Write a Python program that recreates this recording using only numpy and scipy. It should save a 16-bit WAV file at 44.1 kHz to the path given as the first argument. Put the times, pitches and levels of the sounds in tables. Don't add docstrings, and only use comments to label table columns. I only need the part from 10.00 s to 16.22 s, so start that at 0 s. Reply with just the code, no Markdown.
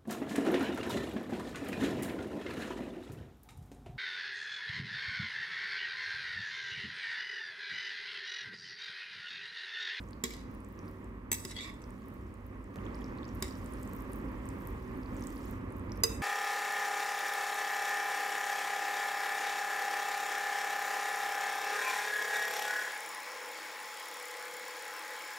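import sys
import numpy as np
from scipy import signal
from scipy.fft import rfft, irfft, next_fast_len
from scipy.io import wavfile
from scipy.ndimage import uniform_filter1d

SR = 44100
rng = np.random.default_rng(int(sys.argv[2]) if len(sys.argv) > 2 else 0)


def boost(x):
    u = np.asarray(x, float) / 20
    return 10 ** u


def wav_out(sig):
    wavfile.write(sys.argv[1], SR, np.round(np.clip(np.atleast_2d(sig).T, -1, 1) * 32767).astype(np.int16))


N = 274302

# ring_time_share (0-1), crack_db, crack_s, thud_db, slide_top_hz
SPOTS = [(0.63, -3, 0.0097, -11, 5800), (0.59, 3, 0.0044, -16.5, 12000), (0.66, -4, .01, -34, 5700),
         (0.37, 1.5, 0.013, -5.5, 7300), (0.66, -6.5, 0.0053, -19, 9400), (0.65, -7, .01, -28, 9500),
         (0.34, -21, .01, -36, 10400)]


def shape(points, hz):
    p = np.array(points)
    return np.interp(np.log(hz), np.log(p[:, 0]), p[:, 1])


def unit(x):
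    return x / np.sqrt(np.mean(x ** 2) + 1e-20)


def convolve(x, response):
    return signal.fftconvolve(np.atleast_2d(x), response, axes=1)[:, :N]


def butter(x, order, hz, kind="low"):
    return signal.sosfilt(signal.butter(order, hz, kind, fs=SR, output="sos"), x)


def add(track, part, at):
    part = part[:, :N - at]
    track[:, at:at + part.shape[1]] += part


def flutter(rate, depth_db):
    count = int(N / SR * 60) + 2
    slow = uniform_filter1d(rng.standard_normal(count), max(1, round(60 / rate)))
    return boost(depth_db * np.interp(np.linspace(0, count - 1, N), np.arange(count), unit(slow)))


def airborne(gain_at):
    # pitch_hz, likeness (0-1)
    likeness = [(60, 0.96), (250, 0.99), (500, 0.5), (800, 0.18), (1200, 0.81), (2000, 0.4), (4000, 0.01),
                (15000, 0)]
    # pitch_hz, left_minus_right_db
    lean_curve = [(60, -1), (110, -2), (200, -2), (380, -2.5), (700, -5.5), (1290, -3.5), (2380, -3),
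                  (4400, -2.5), (8120, -6.5), (15000, 16)]
    port_lag_s = 0.00019
    size = next_fast_len(N)
    hz = np.maximum(np.arange(size // 2 + 1) * SR / size, 1)
    mid, side = rfft(rng.standard_normal((2, size))) * gain_at(hz)
    alike = np.clip(shape(likeness, hz), 0, 1)
    lean = boost(shape(lean_curve, hz) / 2)
    shared, own = np.sqrt(1 + alike) * mid, np.sqrt(1 - alike) * side
    left = (shared + own) * lean * np.exp(-2j * np.pi * hz * port_lag_s)
    right = (shared - own) / lean
    pair = irfft(np.array([left, right]), size)[:, :N]
    return pair / np.sqrt(np.mean(pair.mean(axis=0) ** 2))


def room_noise(deep_db, drone_db, hiss_db):
    # pitch_hz, density_db (dB per Hz)
    deep_colour = [(25, -55), (33, -16), (42, -15), (52, -2.5), (64, 6), (80, -2), (100, -1)]
    # pitch_hz, density_db (dB per Hz)
    drone_colour = [(60, -17), (98, -6.5), (125, -7.5), (160, -8.5), (200, -0.5), (255, -1), (320, -4.5),
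                    (400, -11), (520, -11), (720, -22), (1100, -12.5), (1450, -23), (1930, -21),
                    (2600, -30)]
    # pitch_hz, density_db (dB per Hz)
    hiss_colour = [(1760, -12.5), (3000, 4), (4380, -3.5), (8140, -9), (10400, -9), (15100, -12),
                   (16000, -15), (16500, -32)]
    # pitch_hz, width_hz, over_drone_db
    hum_lines = [(51.6, 16, -3.5), (95.52, 1.34, -7.5), (261.1, 4.3, -10), (379.6, 3, -15)]
    fall_db_per_octave, top_hz = -39, drone_colour[-1][0]

    def drone_gain(hz):
        fall_db = fall_db_per_octave * np.log2(np.maximum(hz / top_hz, 1))
        return boost(shape(drone_colour, hz) + fall_db) * (hz > 40)

    deep = airborne(lambda hz: boost(shape(deep_colour, hz)) * (hz > 15) * (hz < 130))
    drone = airborne(drone_gain)
    for line_hz, width, line_db in hum_lines:
        drone = drone + boost(line_db) * airborne(lambda hz: 1 / (1 + (2 * (hz - line_hz) / width) ** 2))
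    hiss = airborne(lambda hz: boost(shape(hiss_colour, hz)))
    deep = boost(deep_db) * flutter(6, 0.52) * deep
    drone = boost(drone_db) * flutter(12, 0.88) * drone
    return deep + drone + boost(hiss_db) * hiss


def room_tail(x):
    t60_s, tail_db = 0.42, -3.5
    t = np.arange(SR // 2) / SR
    noise = rng.standard_normal((2, len(t))) * np.clip(t / 0.0045, 0, 1)
    dull = signal.lfilter([.4], [1, -.6], noise)
    bright = noise - dull
    response = dull * boost(-60 * t / t60_s) + bright * boost(-60 * t / (.7 * t60_s))
    return boost(tail_db) * convolve(x.mean(axis=0), response / np.sqrt(np.sum(response ** 2) / 2))


def pop(peak_db, hz, pan_db, cycles, glide, snap_db):
    turn = np.arange(160) * hz / SR
    swell = (turn / cycles) * np.exp(1 - turn / cycles)
    wave = swell * np.sin(2 * np.pi * turn * (1 + glide * turn))
    wave[1:4] += boost(snap_db) * np.array([.5, -1, .5])
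    return boost(peak_db + np.array([[pan_db / 2], [-pan_db / 2]])) * wave


def clear_pops(gain_db):
    # start_s, peak_db, pitch_hz
    stir_pops = [(.0303, -56, 9600), (.088, -51, 7000), (.1093, -44, 8460), (.132, -44.5, 4360),
                 (.435, -58, 9700), (.541, -51, 15200), (.5498, -48.5, 9300), (.6047, -48.5, 9700),
                 (.6473, -49, 7500), (.6882, -52, 13700), (.7262, -50, 15600), (.791, -45, 5600),
                 (.8591, -50, 9000), (.8802, -50, 4730), (1.0444, -53, 7930), (1.8407, -45.5, 5200),
                 (1.906, -48, 8500), (2.085, -43, 14700), (2.3413, -51, 8500), (2.6424, -52.5, 7750)]
    # start_s, peak_db, pitch_hz
    lift_pops = [(3.645, -46, 11900), (3.661, -42.5, 8160), (3.724, -44, 10600), (3.7369, -40.5, 9500),
                 (3.8152, -47, 11470), (3.832, -39, 8150), (3.876, -44.5, 7350), (3.9343, -45.5, 8250),
                 (4.0067, -40, 13000), (4.0225, -44, 12400), (4.1174, -50, 11750), (4.133, -38, 9670),
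                 (4.159, -41, 15600), (4.4557, -46.5, 8500), (4.4896, -37, 8000), (4.673, -37.5, 12800),
                 (4.686, -57, 7650), (5.1666, -43, 7750), (5.2089, -43.5, 9500), (5.224, -41, 5940),
                 (5.239, -44, 8600), (5.271, -34.5, 7800), (5.326, -42, 13700), (5.3607, -42, 12200),
                 (5.379, -47, 10500), (5.511, -40, 14000), (5.7053, -53.5, 8550), (5.724, -47, 10400),
                 (5.7678, -46, 13800), (5.796, -48, 8800)]
    # start_s, peak_db, pitch_hz
    drain_pops = [(2.7868, -49, 2780), (2.8647, -49, 3200), (2.946, -46, 4900), (2.9544, -49, 9000),
                  (3.011, -52, 11000), (3.0177, -50, 3200), (3.043, -43, 5200), (3.1852, -48, 4000),
                  (3.231, -47, 3460), (3.244, -48, 4540), (3.253, -47, 5200), (3.2907, -46.5, 5500),
                  (3.35, -41, 12500), (3.4062, -48, 11100), (3.5095, -46, 4660), (3.525, -47, 5500),
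                  (3.5543, -47, 5430), (5.0597, -49.5, 4350), (5.9198, -36.5, 5400), (5.976, -53, 5640)]
    # start_s, peak_db, pitch_hz
    fine_pops = [(2.7684, -58, 6200), (2.8164, -60, 6000), (2.8545, -53, 6500), (2.9894, -53, 5700),
                 (3.0614, -54, 5020), (3.0824, -55, 5800), (3.1765, -56, 8500), (3.2814, -48, 7000),
                 (3.5045, -53, 8500), (3.5084, -50, 14000), (3.5704, -54, 11000), (3.5814, -54, 8500),
                 (3.5854, -50, 12600), (3.588, -54, 6000), (5.0325, -51, 4670), (5.1724, -49, 6500),
                 (5.1955, -54, 6500), (5.239, -48, 5270), (5.304, -46, 8500), (5.369, -48, 4470),
                 (5.4465, -52, 7200), (5.4806, -56, 6800), (5.5344, -56, 7500), (5.557, -55, 7000),
                 (5.7624, -58, 7300), (5.7834, -52, 13000), (5.895, -54, 4500), (5.9284, -53, 12000),
                 (5.958, -51, 10000), (5.9634, -52.5, 5420), (5.972, -45, 13000), (6.0048, -50, 13000),
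                 (4.341, -44, 1010), (5.201, -48, 905), (5.8945, -51, 1100), (5.925, -57, 5200)]
    # start_s, peak_db
    ticks = [(0.515, -49), (.887, -52), (.9126, -52), (2.06, -55), (2.1414, -51), (2.1617, -58),
             (2.4658, -53), (3.3555, -44), (3.6037, -51), (3.6824, -56), (3.707, -54), (3.8005, -45),
             (3.827, -46), (3.8535, -51), (3.8915, -49), (3.9343, -43), (3.952, -47), (3.9649, -45),
             (3.9894, -48), (4.0989, -53), (4.1224, -49), (4.167, -50), (4.1873, -48), (4.3183, -53),
             (4.4658, -50), (4.5836, -53), (4.6048, -50), (4.6203, -45), (4.6534, -53), (4.6894, -44),
             (4.7044, -49), (4.8273, -53), (4.9192, -58), (4.975, -51), (5.1496, -49), (5.2633, -52),
             (5.3028, -51), (5.34, -53), (5.4565, -46), (5.4959, -52)]
    tick_rows = [(*row, 13860) for row in ticks]
    kinds = [(stir_pops, 1.28), (lift_pops, 1.28), (drain_pops, 1.65), (fine_pops, 1.3), (tick_rows, 1.28)]
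    rows = []
    for pops, cycles in kinds:
        for s, peak_db, hz in pops:
            pan_db = -2.5 + 3 * np.log2(hz / 5000) + 6.5 * rng.standard_normal()
            rows.append([s, peak_db - gain_db[int(s * SR)], hz, pan_db, cycles])
    return rows


def crackle(rustle_db):
    per_s, crackle_db = 650, 7
    draw = rng.random((9000, 5))
    times = np.cumsum(-np.log(1 - draw[:, 0])) / per_s
    rows = []
    for s, (_, size, pitch, side, cycles) in zip(times[times < N / SR], draw):
        moving_db = 2.34 * (rustle_db[int(s * SR)] + 80.5) - 89.0
        level_db = moving_db + crackle_db + min(-3.5 * np.log(1 - size), 6.0)
        low, high = (2960, 8000) if 2.82 < s < 3.33 else (4000, 15200)   # Hz, draining or not
        hz = low * (high / low) ** pitch ** .7
        rows.append([s, level_db, hz, 8 * (side - .3), 0.47 + 2.6 * cycles])
    return rows


def noodles(rustle_db, gain_db):
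    out = np.zeros((2, N + 200))
    for s, peak_db, hz, pan_db, cycles in clear_pops(gain_db) + crackle(rustle_db):
        lag = max(0, round(-pan_db * 1e-5 * SR))
        snap_db = 1.5 + 12 * min(np.log2(hz / 8000), 0)
        wave = pop(peak_db, hz, pan_db, cycles, 0.0041, snap_db)
        at = int(s * SR)
        out[0, at + lag:at + lag + 160] += wave[0]
        out[1, at:at + 160] += wave[1]
    return out[:, :N]


def contact_noise(spot, t):
    # pitch_hz, t60_s, level_db
    thud_modes = [(241.3, 0.14, 9.5), (372, 0.18, 2)]
    shimmer_db = [-16, -18, -26, -28, -16, -26, -26]
    _, crack_db, crack_s, thud_db, _ = SPOTS[spot]
    crack_fall = boost(crack_db - 60 * t / crack_s) + boost(crack_db + 4.5 - 60 * t / 0.022)
    crack = rng.standard_normal((2, len(t))) * crack_fall
    shimmer = rng.standard_normal((2, len(t))) * boost(shimmer_db[spot] - 60 * t / 0.2)
    crack = crack + butter(shimmer, 2, 8500, "high")
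    thud = sum(boost(thud_db + db - 60 * t / t60_s) * np.sin(2 * np.pi * low_hz * t)
               for low_hz, t60_s, db in thud_modes)
    return crack, thud


def ringing(spot):
    # pitch_hz, t60_s
    bowl = [(452, .15), (1095, .055), (1968, .095), (2288, .09), (2643, .11), (2915, .08), (3340, .09),
            (3525, .06), (3755, .12), (4700, .07), (4950, .075), (5385, .07), (5560, .07), (6140, .05)]
    # pitch_hz, t60_s
    sticks = [(6288, .075), (6810, .05), (7010, .045), (7420, .06), (7740, .125), (7980, .055), (9350, .05),
              (10420, .035), (10860, .05), (11670, .035), (12640, .045), (13690, .03), (14580, .045),
              (15280, .04)]
    # pitch_hz, t60_s
    glass = [(930, .12), (1420, .09), (1620, .09), (2130, .08), (3850, .07), (4180, .06), (5100, .06),
             (8330, .06)]
    bowl_reach = [(-15, -4, -3.5, -0.5, -28, -24, -4.5, -12, -9, -6, -7, -3.5, -5.5, -41),
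                  (-15.5, -31.5, -8.5, -9.5, -13.5, -43, -30, -45.5, -19, -31.5, -16.5, -19.5, -32, -11.5),
                  (-16, -18, -2, -10, -20, -15, -3, -3, -12, -7, -19, -16, -20, -21),
                  (-42, -4, -5, 0, -37, -30, -8, -10, -5, -14, 4.5, -8, -0.5, 0),
                  (-13, -11, -16.5, -40, -18, -20, -46, -31, -11, -38, 3.5, -28, -36, -27),
                  (-19, -15, -12, -4, -18, -25, -22, 3, -8, -16, -18, -10, -20, -6),
                  (-21, -4, -0.5, 3.5, -12, -22, -15, 0, -12, -20, -13, -13, -20, -25)]
    stick_reach = [(-13, -5, 5, 2, -12, 2, -23, -33, -27, -43, -1, -4, -1, -17),
                   (3.5, -34, -23, -30.5, 4, -1.5, -1, -19, 0, -6, -5, 11, -6.5, -8),
                   (-26, -11, -21, -15, -20, -20, -29, -24, -24, -29, -21, -13, -25, -31),
                   (-16, 5, -3, -15.5, -1, 3, -3, 3, -11, -12, 0, -12, -8, -10),
                   (6, -1, -12, -15, -23, -5.5, -10, -6, 0, 3.5, -10, -1, -5.5, -9),
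                   (-18, -13, -21, 0.5, -11, -20, -29, -24, -24, -29, -21, -18, -25, -31),
                   (-26, -16, -21, -12, -17, -20, -29, -24, -24, -29, -21, -18, -25, -31)]
    glass_reach = [(-24, -28, -27, -3.5, -5.5, -20, -22, -12), (-16, -27.5, -20.5, -13, -9, -28, -24.5, 1),
                   (-30, -30, -30, -11, -17, -12, -23, -25), (-15, -20, -11, -2, -1, -22, -17, -1),
                   (-23, -22, -20, -30, -13, -34, -25, -4), (-28, -24, -28, -18, -1, -8, -18, -20),
                   (-23, -26, -28, -2, -12, -17, -6, -25)]
    rubbed = [0, 1, 3, 4]
    rub_bowl = [(1, -8, 0.5, -1, 5, 11, -4, -2, -2, -2, 0, 1, -3, 4),
                (0, 1, 0, -11, 5.1, 4, -3, -3, 1, -3.5, 3, 12, 20.5, 15),
                (-3, 0, 5, 1, 6, 6, 1, 7, -3, 3, -4.5, -5, 1, -4),
                (-4, -6, 6, 6, 16, -3, -3, -3, 8, -3, -19, -3, -6, -3)]
    rub_stick = [(-8, -10, -10, -9, 2.5, -3, 6, 5, 6, 6, 4, -4, -6, 3),
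                 (-2.5, 6, 2, 8, -1, 9, -6, 3, 1.5, 4, -8, -11, 1, 3),
                 (3, -5, 1, 3, 3, 1, 6, 7, 3, 3, -3, 6, 3, 6),
                 (-9, -3, -3, 6, 5, 3, 3, -3, -3, -6, -3, -3, 6, 6)]
    # left_minus_right_db at 5 kHz, tilt_db per octave, swing_db
    aim = [(-3.5, 1.5, 7), (-1, 3, 7.5), (-1, -2, 10), (1, 4.5, 5.5), (-3.5, 3, 5), (-3, -2, 4), (-4, 1, 8)]
    # lag_ms, phase_rad
    table_echo = [(.73, -3.03), (.916, -2.51), (1.166, 2.47), (.4, -3.1), (.094, .41), (1.166, 2.47),
                  (1.166, 2.47)]
    twin = [.35, .25, .3, .2, .08, .3, .3]
    t = np.arange(SR // 4) / SR
    modes = np.array([*bowl, *sticks, *glass])
    hz = modes[:, :1]
    t60 = modes[:, 1:2] * SPOTS[spot][0] * (hz / 5000) ** -.25
    level_db = np.array([*bowl_reach[spot], *stick_reach[spot], *glass_reach[spot]])[:, None]
    lean_db, tilt_db, swing_db = aim[spot]
    lag_ms, echo_phase = table_echo[spot]
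    lobe_db = lean_db + tilt_db * np.log2(hz / 5000)
    lobe_db = lobe_db + swing_db * np.sin(2 * np.pi * hz * lag_ms / 1000 + echo_phase)
    phase = rng.uniform(0, 2 * np.pi, (2, len(modes), 1))
    turn = 0.7 * rng.choice([-1, 1], hz.shape)
    twin_hz = hz * (1 + 0.028 * rng.uniform(-0.98, 1, hz.shape))
    second = twin[spot] * np.sin(2 * np.pi * twin_hz * t + phase[1])
    sides = []
    for sign in (1, -1):
        first = np.sin(2 * np.pi * hz * t + phase[0] + sign * turn)
        sides.append(boost(level_db + sign * lobe_db / 2 - 60 * t / t60) * (first + second))
    crack, thud = contact_noise(spot, t)
    rise = np.clip(t / .0015, 0, 1)
    rest = rise * butter(crack, 2, 700, "high") + thud
    more_db = np.zeros(hz.shape)
    if spot in rubbed:
        row = rubbed.index(spot)
        more_db[:len(bowl) + len(sticks), 0] = [*rub_bowl[row], *rub_stick[row]]
    struck = rise * np.sum(sides, axis=1) + rest
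    pressed = rise * np.sum(sides * boost(more_db), axis=1) + rest
    return struck, pressed


def pressure(spot):
    # firmest_s, pressure_db, build_up_s, easing_db_per_s
    slides = [
        [(0.25, -48, 0.013, 600), (.275, -59.5, .02, 100), (.308, -56, .005, 250), (.335, -66.5, .02, 126)],
        [(1.348, -55, 0.04, 700), (1.38, -65.5, .03, 56)],
        [(1.565, -57, 0.033, 100), (1.585, -52, 0.062, 300)],
        [(1.518, -59, 0.055, 700), (3.44, -57, 0.017, 250), (3.488, -63, .03, 900)],
        [(6.049, -51.5, 0.017, 129.5)],
        [(1.615, -56, 0.02, 100)],
        [(1.65, -56, .03, 300), (1.675, -55, 0.014, 300)],
    ]
    contact_s = [0.27, 0.28, 0.012, .12, .3, .025, 0.024]
    build_db, lift_off_db_per_s = 27, 400.0
    t, rows = np.arange(N) / SR, slides[spot]
    pushes = [db - np.where(t < s, build_db * (s - t) / build, ease * (t - s)) for s, db, build, ease in rows]
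    lifted = np.maximum(t - rows[-1][0] - contact_s[spot], 0)
    push_db = np.maximum(np.max(pushes, axis=0) - lift_off_db_per_s * lifted, -200)
    return np.where(t > rows[0][0] - rows[0][2], push_db, -200)


def knocking(spot, knocks, struck, pressed):
    soft_below_db = [-45, -45, -30, -45, -30, -30, -30]
    soft_hz = [7000, 7000, 4500, 7000, 2500, 6000, 4500]
    out, force = np.zeros((2, N)), np.zeros((2, N))
    for (s, force_db, chatter), late in zip(knocks, rng.random((len(knocks), 3))):
        force[int(force_db < soft_below_db[spot]), int(s * SR)] += boost(force_db)
        force[1, ((s + chatter * late) * SR).astype(int)] -= boost(force_db - 12.5)
    first, last = int(knocks[0][0] * SR), int((knocks[-1][0] + .05) * SR)
    soft = signal.lfilter(*signal.butter(1, soft_hz[spot], fs=SR), force[1, first:last] + 1e-18)
    add(out, convolve(force[0, first:last], struck) + convolve(soft, pressed), first)
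    return out


def sliding(spot, pressed):
    held_t60_s = [0.034, 0.058, 0.08, 0.033, 0.041, 0.085, 0.045]
    grit_db = [8.5, 8.5, -10, -1, 9, 0, -2]
    grit_hz = [1800, 5200, 3200, 3000, 7500, 3200, 3200]
    turn_hz = [2900, 4300, 7000]
    turn_db = [2.0, 3.0, 3.0, 2.0]
    out, press_db = np.zeros((2, N)), pressure(spot)
    catches = rng.standard_normal(N) * (rng.random(N) < 2500 / SR) * flutter(40, 2.1)
    rub = butter(catches * boost(press_db), 2, [900, min(SPOTS[spot][4], 18000)], "band")
    t = np.arange(pressed.shape[1] // 2) / SR
    held = pressed[:, :len(t)] * boost(-60 * t / held_t60_s[spot])
    rasp = boost(grit_db[spot] - 60 * t / 0.011) * rng.standard_normal(held.shape)
    rasp = butter(rasp, 2, grit_hz[spot], "high")
    below = [0] + [butter(held, 2, hz) for hz in turn_hz] + [held + rasp]
    touch = np.flatnonzero(press_db > -150)
    for low, high, swing_db in zip(below, below[1:], turn_db):
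        moving = rub * flutter(35, swing_db)
        add(out, convolve(moving[touch[0]:touch[-1]], high - low), touch[0])
    return out


def chopsticks():
    # start_s, force_db, chatter_s
    knocks = [
        [(.2375, -32.5, 0.0031), (.3047, -46, 0.0032), (.335, -48, 0.0047), (.365, -55, 0.0042)],
        [(1.3155, -31.5, 0.00098), (1.3275, -34.5, 0.0045), (1.341, -44.5, 0.0055), (1.383, -52, 0.0057),
         (1.442, -60, 0.0029), (1.5014, -62, 0.0036), (1.51, -49, 0.0041), (1.738, -67, .002),
         (1.8173, -60.5, 0.0054)],
        [(1.5633, -41.5, 0.0032)],
        [(1.4496, -42.5, 0.002), (3.4236, -36, 0.0021), (3.479, -55, 0.0049)],
        [(6.0332, -43.5, 0.00065), (6.0352, -22.5, 0.002), (6.0372, -29.5, 0.0014), (6.093, -44, 0.004),
         (6.12, -45.5, 0.0096)],
        [(1.607, -41.5, 0.0027), (1.62, -52, 0.0047)],
        [(1.645, -47, .003), (1.6696, -48, 0.0036)],
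    ]
    wall_db = [-5, -5, 0, -5, -7.5, -2, -4]
    out, walls = np.zeros((2, N)), np.zeros((2, N))
    for spot, spot_knocks in enumerate(knocks):
        struck, pressed = ringing(spot)
        here = knocking(spot, spot_knocks, struck, pressed) + sliding(spot, pressed)
        out += here
        walls += boost(wall_db[spot]) * here
    return out, walls


def recorder_gain():
    step_s, step_db = 2.757, 5.5
    return step_db * np.clip((np.arange(N) / SR - step_s) / 0.0056, 0, 1)


def scene():
    # time_s, rustle_db
    stir = [(0, -75), (.2, -79.5), (.5, -79), (.9, -76.5), (1.3, -82.5), (1.8, -76.5), (2.1, -76.5),
            (2.4, -79), (3, -78.5), (3.2, -80), (3.5, -75.5), (3.9, -76.5), (4.3, -78.5), (4.7, -77),
            (5.05, -79), (5.2, -75), (5.5, -74.5), (5.6, -80.5)]
    # time_s, level_db
    rumble = [(0, -53), (.5, -56), (1.5, -55), (2.4, -50.5), (2.72, -54), (2.8, -55), (3.4, -55),
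              (4.2, -55.5), (4.5, -52), (5, -53.5), (5.9, -54.5), (6.22, -57)]
    t, gain_db = np.arange(N) / SR, recorder_gain()
    rustle_db = np.interp(t, *np.transpose(stir))
    rumble_db = np.interp(t, *np.transpose(rumble))
    hard, sent = np.array(chopsticks()) / boost(gain_db)
    wet = noodles(rustle_db, gain_db)
    walls = room_tail(sent + boost(-6.0) * wet)
    return hard + wet + walls + room_noise(rumble_db, -49.5, rustle_db)


def band_limit(x):
    return signal.sosfilt(signal.butter(12, 17000, fs=SR, output="sos"), x)


def record(dry):
    # start_s, height (full scale 1)
    jumps = [
        (2.7428, -0.0055),
        (2.745, -0.0021),
        (2.747, 0.0022),
        (2.759, 0.022),
    ]
    jolts = np.zeros(N)
    for s, height in jumps:
        jolts[int(s * SR)] = height
    wired = dry * boost(recorder_gain()) + signal.lfilter([1], [1, -.97], jolts)
    top_cut = signal.cheby2(12, 34, 16050, fs=SR, output="sos")
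    return band_limit(signal.sosfilt(top_cut, wired))


dry = scene()
out = record(dry)
wav_out(out)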